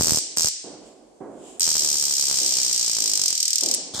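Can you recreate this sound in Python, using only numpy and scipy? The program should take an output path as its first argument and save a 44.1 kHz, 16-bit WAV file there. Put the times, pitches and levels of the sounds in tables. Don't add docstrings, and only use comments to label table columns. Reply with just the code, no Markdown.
import sys
import numpy as np
from scipy import signal
from scipy.io import wavfile
from scipy.ndimage import uniform_filter1d

SR = 44100
rng = np.random.default_rng(int(sys.argv[2]) if len(sys.argv) > 2 else 0)


def ratio(d):
    e = np.asarray(d, float) / 20
    return 10 ** e


def pcm_store(signal):
    levels = np.round(np.clip(np.atleast_2d(signal), -1, 1) * 32767)
    wavfile.write(sys.argv[1], SR, levels.astype(np.int16).T)


N = 176400
RUN_IN_S = .25
PAD = int(RUN_IN_S * SR)

# time_s, rate_hz
ARC_1 = [(0.0, 84.55), (0.1, 78.82), (0.195, 75.61)]
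ARC_2 = [(0.368, 85.17), (0.49, 74.6)]
ARC_3 = [(1.603, 87.13), (1.75, 76.05), (2.1, 70.35), (2.5, 65.63), (2.8, 59.72), (3.0, 55.29),
         (3.15, 50.81), (3.28, 44.32), (3.36, 39.42), (3.42, 39.16), (3.745, 38.18)]
ARCS = (ARC_1, ARC_2, ARC_3)
CHARGE_LEFT = [.78, .33, .29]
# time_s, direct_db, hall_db, jolt_left_db, jolt_right_db
REACH = [(0, -0.5, -23, -16, -24), (.37, -0.5, -19.5, -17.5, -29), (0.502, 0, -25.5, -17, -34),
         (1.6, -5, -22, -18, -24.5), (1.9, -6, -22, -23, -32), (2.2, -6, -21.5, -24.5, -29),
         (2.33, -7.5, -21.5, -20, -25), (2.45, -6.5, -20.5, -25.5, -29), (2.7, -7.5, -22, -25.5, -31.5),
         (3.1, -6, -22.5, -22, -27.5), (3.75, -4.5, -21.5, -34, -37)]
# time_s, treble_share_0_1
AIM = [(0, 0.43), (.3, 0.36), (.6, 0.27), (1.6, 0), (2.0, 0.36), (2.6, 0), (3.201, 0.09), (3.801, 0.05)]
# left_ms, left_db, right_ms, right_db
NEAR_BOUNCES = [(0.1, 0, 0, 0), (1.35, -9, .9, -7), (1.85, -6, 1.7, -6), (3.3, -17, 3.2, -13),
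                (4.0, -17, 3.9, -14), (6.0, -16, 6.0, -11), (6.4, -13, 6.4, -13)]
# left_ms, left_db, right_ms, right_db
FAR_BOUNCES = [(0.1, 0, 0, 0), (1.3, 1, 1.0, -1), (2.3, -5, 1.7, -2), (3.1, -6, 3.3, -6),
               (4.3, -3, 4.2, -4), (5.2, -6, 4.9, -9), (7.6, -10, 8.4, -8)]
# band_hz, t60_s
HALL_T60 = [(200, 1.33), (1000, 1.41), (2600, 0.94), (5000, 0.61), (7500, 0.64), (10000, 0.36),
            (13000, 0.069)]
# band_hz, level_db
HALL_COLOUR = [(200, 17.5), (4000, 1.5), (9000, 0), (13000, 12.5)]
# left_hz, right_hz, width_hz, level_db
PORTS = [(3130, 2400, 3000, -20), (4996, 5010, 1224, -1.5), (7370, 8190, 843, 1),
         (13500, 12450, 2600, -17.5), (6760, 6700, 440, -10.5), (5250, 5475, 473, -6)]
PORT_SIGNS = [1, -1, 1, 1, 1, -1]
# time_s, left_swing, right_swing
OVERLOADS = [(-.002, -0.55, -0.38), (.0095, -0.5, -0.3), (0.033, -0.13, -0.16), (.0703, -0.2, 0.023),
             (0.0834, -.09, -0.073), (0.0947, 0.13, -0.27), (0.1208, -0.036, 0.69), (0.1463, -0.31, -0.079),
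             (.1727, -0.2, -0.021), (0.372, 0.11, -0.17), (0.4466, 0.23, 0.076)]
SWITCH_S = [
    .3655,
    1.596,
    3.746,
]
SWITCH_DB = [-21, -16]
SWITCH_GRIP_DB = [-8, 1.5, 5.5]
# start_s, level_db, left_minus_right_db
STEPS = [(.04, -37, -5), (0.637, -36, -4.5), (1.203, -37, -4.5), (1.795, -39, -8), (2.405, -37.5, -7),
         (3.0, -42, -11.5), (3.62, -31, -3.5)]
# band_hz, level_db
STEP_COLOUR = [(50, -32), (130, -15.5), (330, -0.5), (500, -5.5), (700, -7), (1000, -19), (1500, -20),
               (3000, -38)]
# time_s, level_db
RUSTLE = [(0.75, -77), (0.814, -67), (0.868, -56), (1.082, -80), (1.306, -87), (1.318, -72.5),
          (1.482, -53.5), (1.59, -62)]
# centre_hz, width_hz, level_db
CLOTH = [(3000, 1700, -5.5), (7360, 1760, 2), (5300, 1200, -6)]
# start_s, length_s, level_db
SCRAPES = [(3.937, .012, -30), (3.953, .013, -31), (3.968, .016, -31), (3.987, .013, -29)]
# centre_hz, width_hz, level_db
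SQUEAKS = [(3470, 970, -7), (7350, 2700, -9)]
# time_s, swing
KNOCKS = [(3.938, .03), (3.948, .09), (3.981, .05), (3.998, .05)]
# band_hz, level_db
FLOOR = [(18, -44), (30, 23), (158, -58), (337, 12), (680, 8), (1480, -15), (5440, -14.5), (7240, -5),
         (15000, -60)]


def rms_one(x):
    return x / np.sqrt(np.mean(x ** 2) + 1e-20)


def butter(x, order, hz, kind="low"):
    return signal.sosfilt(signal.butter(order, hz, kind, fs=SR, output="sos"), x)


def place(seconds, sizes):
    track = np.zeros(N + PAD) + 1e-18
    at = np.round(np.asarray(seconds) * SR).astype(int) + PAD
    np.add.at(track, np.clip(at, 0, N + PAD - 1), sizes)
    return track


def resonate(x, hz, width_hz):
    r = np.exp(-np.pi * width_hz / SR)
    poles = [1, -2 * r * np.cos(2 * np.pi * hz / SR), r * r]
    return signal.lfilter([(1 - r * r) / 2, 0, (r * r - 1) / 2], poles, x)


def resonate_twice(x, hz, width_hz):
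    return resonate(resonate(x, hz, width_hz), hz, width_hz)


def bands(length, colour, dying):
    t = np.arange(length) / SR
    white = rng.standard_normal((2, 2, length))
    colour_hz, colour_db = np.transpose(colour)
    hall_hz, hall_t60_s = np.transpose(HALL_T60)
    edges_hz = 35 * 2 ** np.arange(0, 9.1, .5)
    out = 0
    for k, (low_hz, high_hz) in enumerate(zip(edges_hz, edges_hz[1:])):
        log_hz = np.log(low_hz * high_hz) / 2
        db = np.interp(log_hz, np.log(colour_hz), colour_db)
        t60_s = np.interp(log_hz, np.log(hall_hz), hall_t60_s)
        out = out + ratio(db - dying * 60 * t / t60_s) * butter(white[k % 2], 2, [low_hz, high_hz], "band")
    return out


def ports(x):
    x = butter(x, 3, 1580, "high")
    out = np.zeros(x.shape)
    for row, sign in zip(PORTS, PORT_SIGNS):
        for side in range(2):
            out[side] += sign * ratio(row[3]) * resonate(x[side], row[side], row[2])
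    return out


def jolt(track, ms):
    r = np.exp(-1000 / (ms * SR))
    push = signal.lfilter([1], [1, -r], track)
    push = signal.lfilter([1 - r ** 4], [1, -r ** 4], push)
    return butter(push, 2, 83, "high")


def room_noise():
    return ratio(-61) * rms_one(bands(N, FLOOR, 0))


def footfalls():
    likeness, rise_s = 0.76, .004
    t = np.arange(SR) / SR
    out = np.zeros((2, N + 2 * SR))
    for start_s, level_db, pan_db in STEPS:
        noise = bands(SR + 800, STEP_COLOUR, 1)[:, 800:]
        mid, side = butter(noise, 2, 1295)
        boom = np.sqrt(1 + likeness) * mid + np.sqrt(1 - likeness) * side * [[1], [-1]]
        boom = boom * (1 - np.exp(-t / rise_s)) * (1 - t ** 8)
        side_db = pan_db * np.array([[.5], [-.5]])
        start = int(start_s * SR)
        out[:, start:start + SR] += rms_one(boom) * ratio(level_db - 14.5 + side_db)
    return out[:, :N]


def rustle():
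    hiss = rng.standard_normal((2, N))
    cloth = rms_one(sum(ratio(db) * resonate_twice(hiss, hz, width_hz) for hz, width_hz, db in CLOTH))
    time_s, level_db = np.transpose(RUSTLE)
    return cloth * ratio(np.interp(np.arange(N) / SR, time_s, level_db, left=-90, right=-90) - 0.5)


def switch_clicks():
    t, t60_s = np.arange(N) / SR, 0.018
    decay = 0
    for start_s, grip_db in zip(SWITCH_S, SWITCH_GRIP_DB):
        decay = decay + (t > start_s) * ratio(grip_db - 60 * np.abs(t - start_s) / t60_s)
    snap = resonate(rng.standard_normal((2, N)) * decay, 8100, 1160)
    return snap * ratio(np.array(SWITCH_DB)[:, None] + 13)


def hand_on_case():
    t = np.arange(N) / SR
    slips_per_s, slip_depth, release_s = 900, .3, .003
    slips = rms_one(uniform_filter1d(rng.standard_normal(N), size=int(SR / slips_per_s)))
    grains = (rng.standard_normal((2, N)) + rng.standard_normal(N)) * np.exp(slip_depth * slips)
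    rub = ratio(-1) * rms_one(ports(grains))
    for hz, width_hz, db in SQUEAKS:
        rub = rub + ratio(db) * rms_one(resonate_twice(grains, hz, width_hz))
    rub = rub + ratio(-7.5) * rms_one(resonate(grains, 463, 980))
    stroke = 0
    for start_s, length_s, db in SCRAPES:
        rise = np.clip((t - start_s) / length_s, 0, 1) ** .5
        fall = np.exp(-np.maximum(t - start_s - length_s, 0) / release_s)
        stroke = stroke + ratio(db) * rise * fall
    return rub * stroke + jolt(place(*np.transpose(KNOCKS)), .8)[PAD:]


def spark_times():
    times = []
    for arc, left, before_s in zip(ARCS, CHARGE_LEFT, (RUN_IN_S, 0, 0)):
        time_s, rate_hz = np.transpose(arc)
        t = np.arange(time_s[0] - before_s, time_s[-1], 1 / SR)
        cycles = np.cumsum(np.interp(t, time_s, rate_hz)) / SR - before_s * rate_hz[0] - left
        times.append(np.interp(np.arange(np.ceil(cycles[0]), cycles[-1]), cycles, t))
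    return np.concatenate(times)


def hall_tail():
    t = np.arange(int(1.5 * SR)) / SR
    rise_s, air_cut_hz, air_t60_s = .005, 10800, 0.27
    scatter_db, scatter_t60_s = 5, .015
    tail = bands(len(t), HALL_COLOUR, 0.99) * (1 - np.exp(-t / rise_s))
    dull = signal.sosfiltfilt(signal.butter(8, air_cut_hz, fs=SR, output="sos"), tail)
    tail = dull + (tail - dull) * ratio(-60 * t / air_t60_s)
    return tail + rng.standard_normal(tail.shape) * ratio(scatter_db - 60 * t / scatter_t60_s)


def luck(*shape):
    return np.clip(rng.standard_normal(shape), -1.7, 1.7)


def spark_cracks(spark_s, own_db):
    bounce_jitter_ms, bounce_spread_db, hall_jitter_ms = .014, 1.6, .014
    when_s, direct_db, hall_db = np.transpose(REACH)[:3]
    direct_db = np.interp(spark_s, when_s, direct_db) + own_db
    hall_db = np.interp(spark_s, when_s, hall_db) + own_db
    paths = np.where((spark_s < 1)[:, None, None], np.array(NEAR_BOUNCES), np.array(FAR_BOUNCES))
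    feed = place(spark_s + hall_jitter_ms / 1000 * luck(len(spark_s)), ratio(hall_db))
    tail = hall_tail()
    air = []
    for side in range(2):
        late_ms, bounce_db = paths[:, :, 2 * side], paths[:, :, 2 * side + 1]
        late_s = (late_ms + bounce_jitter_ms * luck(*late_ms.shape)) / 1000
        bounce_db = bounce_db + bounce_spread_db * luck(*bounce_db.shape)
        cracks = place(spark_s[:, None] + late_s, 5.55 * ratio(bounce_db + direct_db[:, None]))
        air.append(cracks + signal.fftconvolve(feed, tail[side])[:N + PAD])
    air = np.array(air)
    share = np.clip(np.interp(np.arange(-PAD, N) / SR, *np.transpose(AIM)), 0, 1)
    return ports(air - share * np.roll(air, 1, axis=1))


def spark_jolts(spark_s):
    jolt_ms, sag_ms, sag_db, spread_db = 0.16, 0.96, -17, 3.0
    when_s, _, _, *jolt_db = np.transpose(REACH)
    overload_s, *swings = np.transpose(OVERLOADS)
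    count = len(spark_s)
    polarity = [1, np.tanh(2 * luck(count))]
    low = []
    for side in range(2):
        size = ratio(np.interp(spark_s, when_s, jolt_db[side]) + spread_db * luck(count)) * polarity[side]
        sags = place(spark_s + .0003, ratio(sag_db) * size * luck(count))
        sags = sags + place(overload_s, swings[side])
        low.append(jolt(place(spark_s, 1.86 * size), jolt_ms) + jolt(1.1 * sags, sag_ms))
    return np.array(low)


def arcs():
    spark_s = spark_times()
    own_db = 1.2 * luck(len(spark_s))
    return (spark_cracks(spark_s, own_db) + spark_jolts(spark_s))[:, PAD:]


def scene():
    return room_noise() + footfalls() + rustle() + switch_clicks() + hand_on_case() + arcs()


def roll_off(x):
    return signal.sosfilt(signal.butter(12, 15900, fs=SR, output="sos"), x)


def record(dry):
    t = np.arange(N) / SR
    duck_db, recover_db_per_s = 13, 8
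    down_db = np.zeros(N)
    for arc in ARCS:
        on_s, off_s = arc[0][0] - .01, arc[-1][0]
        recovering_db = duck_db - recover_db_per_s * np.maximum(t - off_s, 0)
        down_db = np.maximum(down_db, np.where(t < on_s, 0, recovering_db))
    x = dry * ratio(duck_db - down_db)
    x = 1.5 * np.tanh(x / 1.5)
    mix = signal.sosfilt(signal.cheby1(8, .5, 14700, fs=SR, output="sos"), x)
    return roll_off(mix)


dry = scene()
out = record(dry)
pcm_store(out)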